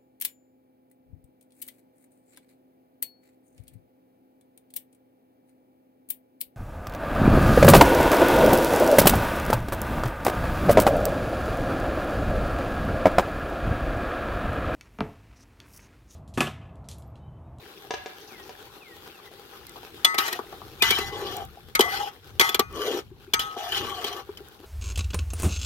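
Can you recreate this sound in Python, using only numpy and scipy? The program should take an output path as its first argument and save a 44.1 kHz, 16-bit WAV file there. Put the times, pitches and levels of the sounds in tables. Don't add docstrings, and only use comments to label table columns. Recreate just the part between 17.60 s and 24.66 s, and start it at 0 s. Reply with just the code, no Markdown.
import sys
import numpy as np
from scipy import signal
from scipy.fft import rfft, irfft, next_fast_len
from scipy.io import wavfile
from scipy.ndimage import uniform_filter1d, map_coordinates

SR = 44100
rng = np.random.default_rng(int(sys.argv[2]) if len(sys.argv) > 2 else 0)


def dump_mix(stems):
    frames = np.atleast_2d(stems).T
    limited = np.clip(frames, -1, 1)
    pcm = np.round(limited * 32767).astype(np.int16)
    wavfile.write(sys.argv[1], SR, pcm)


N = 311346

# time in seconds, level in dB.
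OIL_RIDE = [(0, -53.5), (.9, -52.5), (1.05, -53), (1.3, -54), (2.4, -51.5), (2.85, -51), (3.2, -52.5),
            (3.9, -56), (4.15, -59), (4.55, -57), (4.8, -57.5), (5.45, -63.5), (5.72, -60.5), (6.68, -55.5),
            (7.06, -58)]
FIRE_RIDE = [(0.0, -62.5), (2.79, -58.5), (3.28, -43), (3.36, -53), (3.48, -37.5), (3.64, -50.5),
             (3.87, -43), (3.95, -55.5), (5.11, -49.5), (5.23, -52), (7.06, -56)]
# frequency in Hz, level in dB.
FIZZ_EQ = [(88, -28), (150, -9), (275, -8), (322, -0.5), (407, 3), (677, -15), (791, -1.5), (890, -10.5),
           (1480, -7), (2020, -15), (3500, -9.5), (7810, -24.5), (12700, -22), (16100, -25.5)]
RUMBLE_EQ = [(15, -35), (30, -12.5), (70, -2.5), (118, -4), (172, -12.5), (290, -16), (480, -120)]
CRACK_EQ = [(590, -9), (1000, -10), (2290, -7), (2630, -9.5), (3380, -6.5), (4330, -5.5), (8680, -15),
            (12700, -12), (15300, -16), (16800, -46.5)]
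RASP_EQ = [(760, -50), (1300, -4.5), (1880, -8), (2320, -12), (3180, -1.5), (3850, -9), (6050, -10.5),
           (7870, -20.5), (12600, -17.5), (14800, -22), (16100, -29)]
# frequency in Hz, left-right likeness from -1 to 1.
FIZZ_IMAGE = [(60, 0.82), (380, 0.95), (2380, -0.18), (15000, 0.1)]
# start in seconds, level in dB, treble tilt in dB per octave.
CLATTERS = [(0.3072, -12.5, -1.5), (0.339, -15.5, -1), (0.46, -19, -2), (0.894, -23, -5)]
# pitch in Hz, level in dB, t60 in seconds.
WARE_MODES = [(450, -3, .05), (590, -11, .16), (750, -1, .06), (950, -3, .035), (1240, -20, .3),
              (1650, -5, .07), (2090, -19, .15), (2330, -11, .05), (2730, -24, .25), (3700, -15, .04),
              (5650, -13, .04)]
LADLE_MODES = [(912, -6, .35), (1120, -8, .6), (1275, -7, 1.1), (1615, -13, .3), (1810, -11, .8),
               (2014, -7, .7), (3070, -14, .11), (3260, -12, .11)]
BOWL_MODES = [(3666, -23, .4), (4134, -22, .4), (4538, -26, .3), (4926, -27, .3), (5534, -27, .2),
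              (6363, -16, .21), (7101, -21, .09), (8236, -23, .23)]
HANDLE_MODES = [(1463, -12, .4), (2460, -23, .6), (4845, -18, .22), (6192, -9, .15), (6277, -13, .28),
                (7838, -23, .35), (9895, -22, .35)]
# frequency in Hz, t60 in seconds.
YARD_DECAY = [(300, 0.05), (2000, 0.62), (7000, 0.26)]
# start in seconds, level in dB.
RUSTLES = [(0.612, -50), (0.675, -50), (0.828, -51)]
# start and length in seconds, first and settling pitch in Hz, level in dB.
WHISTLES = [(0.673, 0.165, 3000, 1730, -50), (1.197, 0.165, 2990, 1730, -50.5),
            (1.5, 0.125, 3500, 2050, -58), (1.642, 0.06, 2150, 1800, -55), (2.071, 0.052, 2150, 1760, -54)]
# start in seconds, level in dB.
SPITS = [(2.068, -28), (2.0946, -31), (2.12, -42.5), (3.768, -22), (3.851, -32), (5.127, -36),
         (6.8855, -36)]
# pitch and width in Hz, level in dB.
POT_AIR = [(400, 170, 5)]
POT_FLOOR = [(774, 103, -2), (1112, 166, -6.5)]
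# start in seconds, floor and air levels in dB.
BUMPS = [(2.158, -37, -41), (2.168, -31.5, -47), (2.23, -37.5, -39), (2.789, -17, -24),
         (2.9267, -27.5, -45), (3.017, -33.5, -46), (3.08, -37.5, -49), (5.37, -28.5, -45),
         (5.9651, -34, -27), (6.246, -24.5, -31), (6.691, -35, -49), (7.039, -40.5, -44)]
# start in seconds, crack, air and floor levels in dB, pitch of the ladle's brief
# ping in Hz.
KNOCKS = [(2.4466, -3, -39, -48, 3400), (2.5433, -21, -33.5, -25, 2160), (2.5831, -8.5, -28.5, -22.5, 3810),
          (2.6796, -18.5, -35.5, -26, 1960), (2.727, -17, -35, -28, 1900), (3.2217, -4, -22.5, -34, 3510),
          (3.3056, -7, -21, -23, 3290), (3.3856, -17.5, -22, -24.5, 2650), (4.151, -9, -51, -52, 2190),
          (4.193, -9.5, -5.5, -13, 3310), (4.2069, -5.5, -38, -32, 3124), (4.796, -4, -19.5, -26.5, 3280),
          (4.8096, -7.5, -19.5, -25.5, 2220), (4.8435, -25, -50, -33.5, 1970),
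          (4.8905, -14.5, -27, -32, 3480), (4.9447, -8.5, -22.5, -14.5, 3310),
          (4.993, -6.5, -13, -10.5, 1170), (5.7351, -8.5, -25, -29, 3280), (5.737, -16, -57, -35, 2120),
          (5.7936, -15, -55, -28.5, 3030), (6.4428, -18.5, -25, -27, 3200), (6.772, -33.5, -59, -64, 3080)]
# start in seconds, level in dB, treble tilt in dB per octave,
# time it meets the food and t60 of that damping in seconds, favoured pitch in Hz, bowl over handle in dB.
RINGS = [(2.446, -23, 0, 2.745, 0.08, 2014, 14), (2.64, -38, 2, 2.745, 0.08, 2014, 4),
         (3.227, -24, -0.5, 3.27, 0.084, 2014, -4), (3.4, -38.5, -2.5, 3.63, 0.16, 2014, 0),
         (4.153, -36, 1, 4.19, .3, 1275, -6), (4.206, -29.5, 0.5, 4.38, 0.18, 2014, 0),
         (4.797, -21, 0, 4.86, 0.4, 2014, -10), (4.993, -42, -1, 5.17, 0.1, 2460, -8),
         (5.737, -30, 1, 5.93, 0.15, 1275, -10), (5.852, -45, 0, 6.12, .1, 1615, 0)]
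# start and length in seconds, rasp and floor levels in dB.
SKIDS = [(2.579, 0.19, -28, -41), (3.231, 0.27, -25, -42), (4.206, 0.082, -36, -34),
         (4.807, 0.124, -31.5, -44), (5.797, 0.156, -38.5, -46), (6.118, 0.15, -32.5, -45.5)]
# start, length and rise in seconds, fastest point as a share of the
# length, levels of rasp, air, lower and upper floor note in dB, shift toward the upper note in dB.
DRAGS = [(3.5, 0.3286, 0.029, 0.35, -42.5, -31.5, -41.5, -47.5, -11.5),
         (4.231, 0.25, 0.036, 0.56, -38, -41, -36, -55, 14),
         (5.096, 0.3, 0.071, 0.61, -38, -24.5, -51.5, -45.5, -26),
         (5.959, 0.369, 0.0065, 0.76, -40.5, -38, -39.5, -60, 42.5),
         (6.281, 0.32, 0.016, 0.64, -41.5, -37.5, -42.5, -46.5, 10)]
# start and length in seconds, first and last pitch in Hz, level in dB.
SQUEALS = [(3.2, 0.042, 2510, 2385, -29), (3.263, 0.16, 2990, 3200, -28.5), (3.265, 0.1, 1990, 2513, -27),
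           (6.098, .12, 3220, 2830, -34.5)]
# start in seconds, level in dB, first pitch in Hz.
PLOPS = [(3.414, -31, 372), (3.972, -38, 717), (5.515, -39.5, 348), (5.676, -38.5, 354), (6.69, -28, 373),
         (6.804, -35.5, 366), (6.995, -45, 282), (7.03, -42.5, 348)]
# start in seconds, the left port's treble lead in milliseconds.
LEFT_LEADS = [(0, .36), (2.87, 0.13), (4.05, 0.37), (4.7, 0.33), (5.103, 0.12), (5.599, 0.35),
              (5.943, 0.11)]
# frequency in Hz, left minus right in dB.
PORT_BALANCE = [(100, 3.5), (700, 3), (2400, 7), (5000, 2), (9000, 1.5), (15000, -8)]

TOP_HZ = 16980
BUMP_CRACK_DB, BUMP_PING_HZ = -17, 1500
THUD_S, PUSH_S = 0.0098, 0.0038
THUMP_HZ, THUMP_DB = 250, -15
MUTE_HZ = 2000
SKID_FADE_DB_PER_S, SKID_AIR_DB = 78.5, -5.5
SLOW_RASP_DB, SLOW_AIR_DB = 7.5, 17
DRAG_WIDTH, DRIFT_S, SWELL_DB = .45, .003, 2.2
PLOP_CYCLES, PLOP_RISE = 4, .08


def amp(db):
    return 10 ** (np.asarray(db) / 20)


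def unit(x):
    return x / np.sqrt(np.mean(x ** 2) + 1e-20)


def along(points, hz):
    f, v = np.transpose(points)
    return np.interp(np.log(hz + 1), np.log(f + 1), v)


def fader(ride):
    return amp(np.interp(np.arange(N) / SR, *np.transpose(ride)))


def wobble(rate):
    return map_coordinates(rng.standard_normal(int(N * rate / SR) + 4), [np.arange(N) * rate / SR])


def filtered(x, response):
    m = next_fast_len(N + SR // 2)
    return irfft(rfft(x, m) * response(np.fft.rfftfreq(m, 1 / SR)), m)[..., :N]


def low_cut(x, corner_hz):
    return filtered(x, lambda hz: (1j * hz / (corner_hz + 1j * hz)) ** 2)


def coloured(x, eq, top_hz=16000):
    return unit(filtered(x, lambda hz: amp(along(eq, hz)) * (hz < top_hz)))


def body(peaks):
    return lambda f: sum((-1) ** k * amp(db) * 1j * f * width / (hz * hz - f * f + 1j * f * width)
                         for k, (hz, width, db) in enumerate(peaks))


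def grit(per_s, spread_db, hiss, channels=1):
    shape = (channels, N)
    hits = rng.random(shape) < per_s / SR
    sizes = amp(spread_db * np.minimum(rng.exponential(size=shape), 4))
    ticks = unit(hits * sizes * rng.standard_normal(shape))
    return unit(ticks + hiss * rng.standard_normal(shape))


def patchy(x, db):
    z = signal.stft(x, nperseg=512)[2]
    field = uniform_filter1d(rng.standard_normal(z.shape[-2:]), size=5, axis=0)
    field = uniform_filter1d(field, size=7, axis=1)
    return unit(signal.istft(z * amp(db * unit(field)), nperseg=512)[1][..., :N])


def spread(pair, image):
    turn = lambda hz: np.arccos(np.clip(along(image, hz), -1, 1)) / 2
    mid, side = filtered(pair, lambda hz: np.array([np.cos(turn(hz)), np.sin(turn(hz))]))
    return np.array([mid + side, mid - side])


def reverb(x, decays):
    hz, t, z = signal.stft(rng.standard_normal((2, SR // 2)), SR, nperseg=64)
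    tail = signal.istft(z * amp(-60 * t / along(decays, hz)[:, None]), SR, nperseg=64)[1]
    return signal.fftconvolve(x[None], tail / np.linalg.norm(tail[0]), axes=1)[:, :N]


def arched(start, length):
    t = np.clip(np.arange(N) / SR - start, 0, length)
    return t, np.abs(np.sin(np.pi * t / length))


def stroke(start, length, rise=0, fade=0, lift_s=.028, depth_db=20):
    t = np.arange(N) / SR - start
    ramps = np.maximum(1 - t / max(rise, .002), 0) + np.maximum(t - length, 0) / lift_s
    db = -depth_db * ramps - fade * t
    return np.clip(t / length, 0, 1), np.where(t < 0, -120, np.maximum(db, -120))


def sizzle():
    lumps = amp(.4 * wobble(9) + 1.8 * wobble(30))
    bursts = patchy(grit(700, 3.5, hiss=1.5, channels=2), db=2)
    return lumps * coloured(spread(bursts, FIZZ_IMAGE), FIZZ_EQ)


def fire():
    breath = amp(3.2 * wobble(8.8))
    return breath * coloured(spread(rng.standard_normal((2, N)), [(60, 0.7)]), RUMBLE_EQ)


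def bubbles(count):
    at, pitch, softness, pan = rng.random((count, 4)).T[:, :, None]
    t = np.arange(600) / SR
    hz = 600 * 5.5 ** pitch
    cycles = t * hz
    envelope = amp(-18 * softness) * cycles * np.exp(-cycles / 1.4)
    pops = envelope * np.sin(2 * np.pi * cycles * (1 + cycles / 90))
    index = ((at * N).astype(int) + np.arange(600)).ravel()
    return unit(np.array([np.bincount(index, (pops * g).ravel(), N + 600)[:N] for g in (pan, 1 - pan)]))


def clatter():
    out, t = np.zeros(N + SR), np.arange(SR // 2) / SR
    for start, db, tilt_db in CLATTERS:
        ring = sum(amp(level + tilt_db * np.log2(hz / 700) + rng.normal(0, 1.0) - 60 * t / t60)
                   * np.sin(2 * np.pi * hz * t) for hz, level, t60 in WARE_MODES)
        attack = 1.4 * amp(tilt_db - 60 * t / .04) * rng.standard_normal(len(t))
        out[round(start * SR):][:len(t)] += amp(db - 11) * (ring + attack)
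    dull = filtered(low_cut(out[:N], 250), lambda hz: 1 / (1 + (hz / 6400) ** 8))
    return dull * amp([[1.5], [-1.5]]) + amp(-2.2) * reverb(dull, YARD_DECAY)


def rustles():
    t = np.arange(N) / SR
    envelope = sum(amp(db - 60 * np.abs(t - start) / .2) * (t > start) for start, db in RUSTLES)
    return envelope * coloured(rng.standard_normal((2, N)), [(2000, -20), (4500, 0), (6000, 0), (8000, -25)])


def bird(fall_s=0.065):
    out = np.zeros(N)
    for start, length, first_hz, settling_hz, db in WHISTLES:
        t, arch = arched(start, length)
        hz = settling_hz + (first_hz - settling_hz) * np.exp(-t / fall_s)
        out += arch * amp(db) * np.sin(2 * np.pi * np.cumsum(hz) / SR)
    out *= amp(3.5 * wobble(40))
    return out + amp(-10) * reverb(out, YARD_DECAY)


def spits():
    out, t = np.zeros(N + SR), np.arange(SR // 4) / SR
    for start, db in SPITS:
        out[round(start * SR):][:len(t)] += amp(db - 60 * t / 0.0047) * rng.standard_normal(len(t))
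    return low_cut(out[:N], 5000)


def knocks():
    t = np.arange(SR // 4) / SR
    burst, tones, air, floor = np.zeros((4, N + SR))
    press = lambda hz, length: np.sin(np.pi * np.minimum(t / length, 1)) * np.sin(2 * np.pi * hz * t)
    snap = (amp(-60 * t / 0.03) + amp(-36 - 60 * t / 0.2)) * (1 - np.exp(-t / 0.0015))
    shove = np.clip(2 - 2 * t / PUSH_S, 0, 1)
    makeup = np.sqrt(SR / (2 * np.pi * POT_FLOOR[0][1]))
    bumps = [(start, db + BUMP_CRACK_DB, air_db, db, BUMP_PING_HZ) for start, db, air_db in BUMPS]
    for start, db, air_db, floor_db, ping_hz in KNOCKS + bumps:
        span = round(start * SR) + np.arange(len(t))
        burst[span] += amp(db) * snap
        jitter = np.cumsum(rng.normal(0, 0.05, len(t)))
        tones[span] += amp(db - 8 - 60 * t / 0.045) * np.sin(2 * np.pi * ping_hz * t + jitter)
        tones[span] += amp(air_db + THUMP_DB) * press(THUMP_HZ, 2 * THUD_S)
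        air[span] += amp(air_db) * press(POT_AIR[0][0], THUD_S)
        floor[span] += amp(floor_db) * makeup * shove * rng.standard_normal(len(t))
    damped = [(hz, 2 * width, db) for hz, width, db in POT_FLOOR]
    push = filtered(air[:N], body(POT_AIR)) + filtered(floor[:N], body(damped))
    crack = coloured(spread(rng.standard_normal((2, N)), [(1000, 0.45)]), CRACK_EQ, TOP_HZ)
    return amp(-4.5) * burst[:N] * crack + tones[:N] + low_cut(push, 300)


def ladle_ring():
    out, t = np.zeros(N + SR), np.arange(SR // 2) / SR
    hz, mode_db, t60 = np.transpose(LADLE_MODES + BOWL_MODES + HANDLE_MODES)[:, :, None]
    bowl_share = np.repeat([0, .5, -.5], [len(LADLE_MODES), len(BOWL_MODES), len(HANDLE_MODES)])[:, None]
    attack = 1 - np.exp(-t / 0.0014)
    for start, db, tilt_db, sinks_at, mute_s, favoured_hz, bowl_db in RINGS:
        chance, phase = rng.standard_normal((2, len(hz), 1))
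        sunk_s = np.maximum(t + start - sinks_at, 0)
        fade_db = -60 * t / t60 - 60 * sunk_s / mute_s * (hz / MUTE_HZ) ** 1.8
        favoured = hz == hz[np.argmin(abs(hz - favoured_hz))]
        struck_db = tilt_db * np.log2(hz / MUTE_HZ) + bowl_share * bowl_db + 11 * favoured + 2.6 * chance
        modes = amp(db + mode_db + struck_db + fade_db) * np.sin(2 * np.pi * hz * t + 2 * phase)
        out[round(start * SR):][:len(t)] += attack * modes.sum(0)
    return out[:N]


def scrape():
    levels = []  # rasp, air, lower and upper floor note, in dB
    for start, length, rasp, floor in SKIDS:
        _, held = stroke(start, length)
        _, slowing = stroke(start, length, fade=SKID_FADE_DB_PER_S)
        levels.append([rasp + slowing, floor + SKID_AIR_DB + held, floor + held, floor + slowing])
    for start, length, rise, fastest, rasp, air, lower, upper, shift in DRAGS:
        progress, db = stroke(start, length, rise)
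        slow, lean = np.abs(progress - fastest), shift * (progress - .5)
        levels.append([rasp + db - SLOW_RASP_DB * slow, air + db - SLOW_AIR_DB * slow,
                       lower + db - lean / 2, upper + db + lean])
    rasp_db, *notes_db = np.max(levels, axis=0)
    stutter = amp(rasp_db + 1.8 * wobble(40) + 1.2 * wobble(15))
    ticks = patchy(grit(2500, 5, hiss=1.2, channels=2), db=3.5)
    out = stutter * coloured(spread(ticks, [(1000, 0.1)]), RASP_EQ)
    for db, (pitch, width, _) in zip(notes_db, POT_AIR + POT_FLOOR):
        peak, skirt = body([(pitch, DRAG_WIDTH * width, 0)]), body([(pitch, 2 * width, 0)])
        note = unit(filtered(grit(500, 0.55, hiss=2.24)[0], lambda hz: peak(hz) * skirt(hz)))
        gain = amp(db + SWELL_DB * wobble(12))
        drift = DRIFT_S * SR * wobble(6)
        out += gain * map_coordinates(note, [np.arange(N) + drift], order=1)
    damped_ladle = body([(hz, 30, db) for hz, db, _ in LADLE_MODES])
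    hum = unit(filtered(grit(870, 9.1, hiss=0.19)[0], damped_ladle))
    return out + amp(-8.5) * stutter * hum


def squeals():
    out = np.zeros(N)
    waver, flutter = 1 + .028 * wobble(200), amp(3.1 * wobble(90))
    for start, length, first_hz, last_hz, db in SQUEALS:
        t, arch = arched(start, length)
        hz = first_hz + (last_hz - first_hz) * t / length
        out += arch ** 2 * amp(db) * flutter * np.sin(2 * np.pi * np.cumsum(hz * waver) / SR)
    return out


def plops():
    out, t = np.zeros(N + SR), np.arange(SR // 10) / SR
    for start, db, hz in PLOPS:
        age = t * hz / PLOP_CYCLES
        envelope = amp(db) * np.e * 2 * age * np.exp(-2 * age)
        tone = np.sin(2 * np.pi * hz * t * (1 + PLOP_RISE * age / 2))
        out[round(start * SR):][:len(t)] += envelope * tone
    return out[:N]


def scene():
    stirring = scrape() + squeals() + knocks() + spits() + plops()
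    bright = low_cut(stirring[0], 1200)
    stirring += ladle_ring() + amp(-0.5) * reverb(bright, [(500, 0.13), (8000, 0.013)])
    stirring = low_cut(stirring, 120)
    oil = fader(OIL_RIDE)
    near = oil * amp(4) * sizzle() + fader(FIRE_RIDE) * fire() + oil * amp(-9.5) * bubbles(count=300)
    side = np.array([[.5], [-.5]])
    place = np.searchsorted(np.transpose(LEFT_LEADS)[0] * SR, np.arange(N), "right") - 1
    local = lambda hz: hz ** 2 / (hz ** 2 + 900 ** 2)
    for k, (_, ms) in enumerate(LEFT_LEADS):
        lead = lambda hz: np.exp(2j * np.pi * hz * local(hz) * side * ms / 1000)
        near += filtered(stirring * (place == k), lead)
    near = filtered(near, lambda hz: amp(side * along(PORT_BALANCE, hz)))
    return near + clatter() + rustles() + bird()


def record(dry):
    sheen = filtered(dry, lambda hz: amp(4 * np.exp(-((hz - 12900) / 1600) ** 2)))
    soft = sheen / (1 + np.abs(sheen / .9) ** 8) ** (1 / 8)
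    return filtered(soft, lambda hz: hz < TOP_HZ)


dry = scene()
out = record(dry)
dump_mix(out)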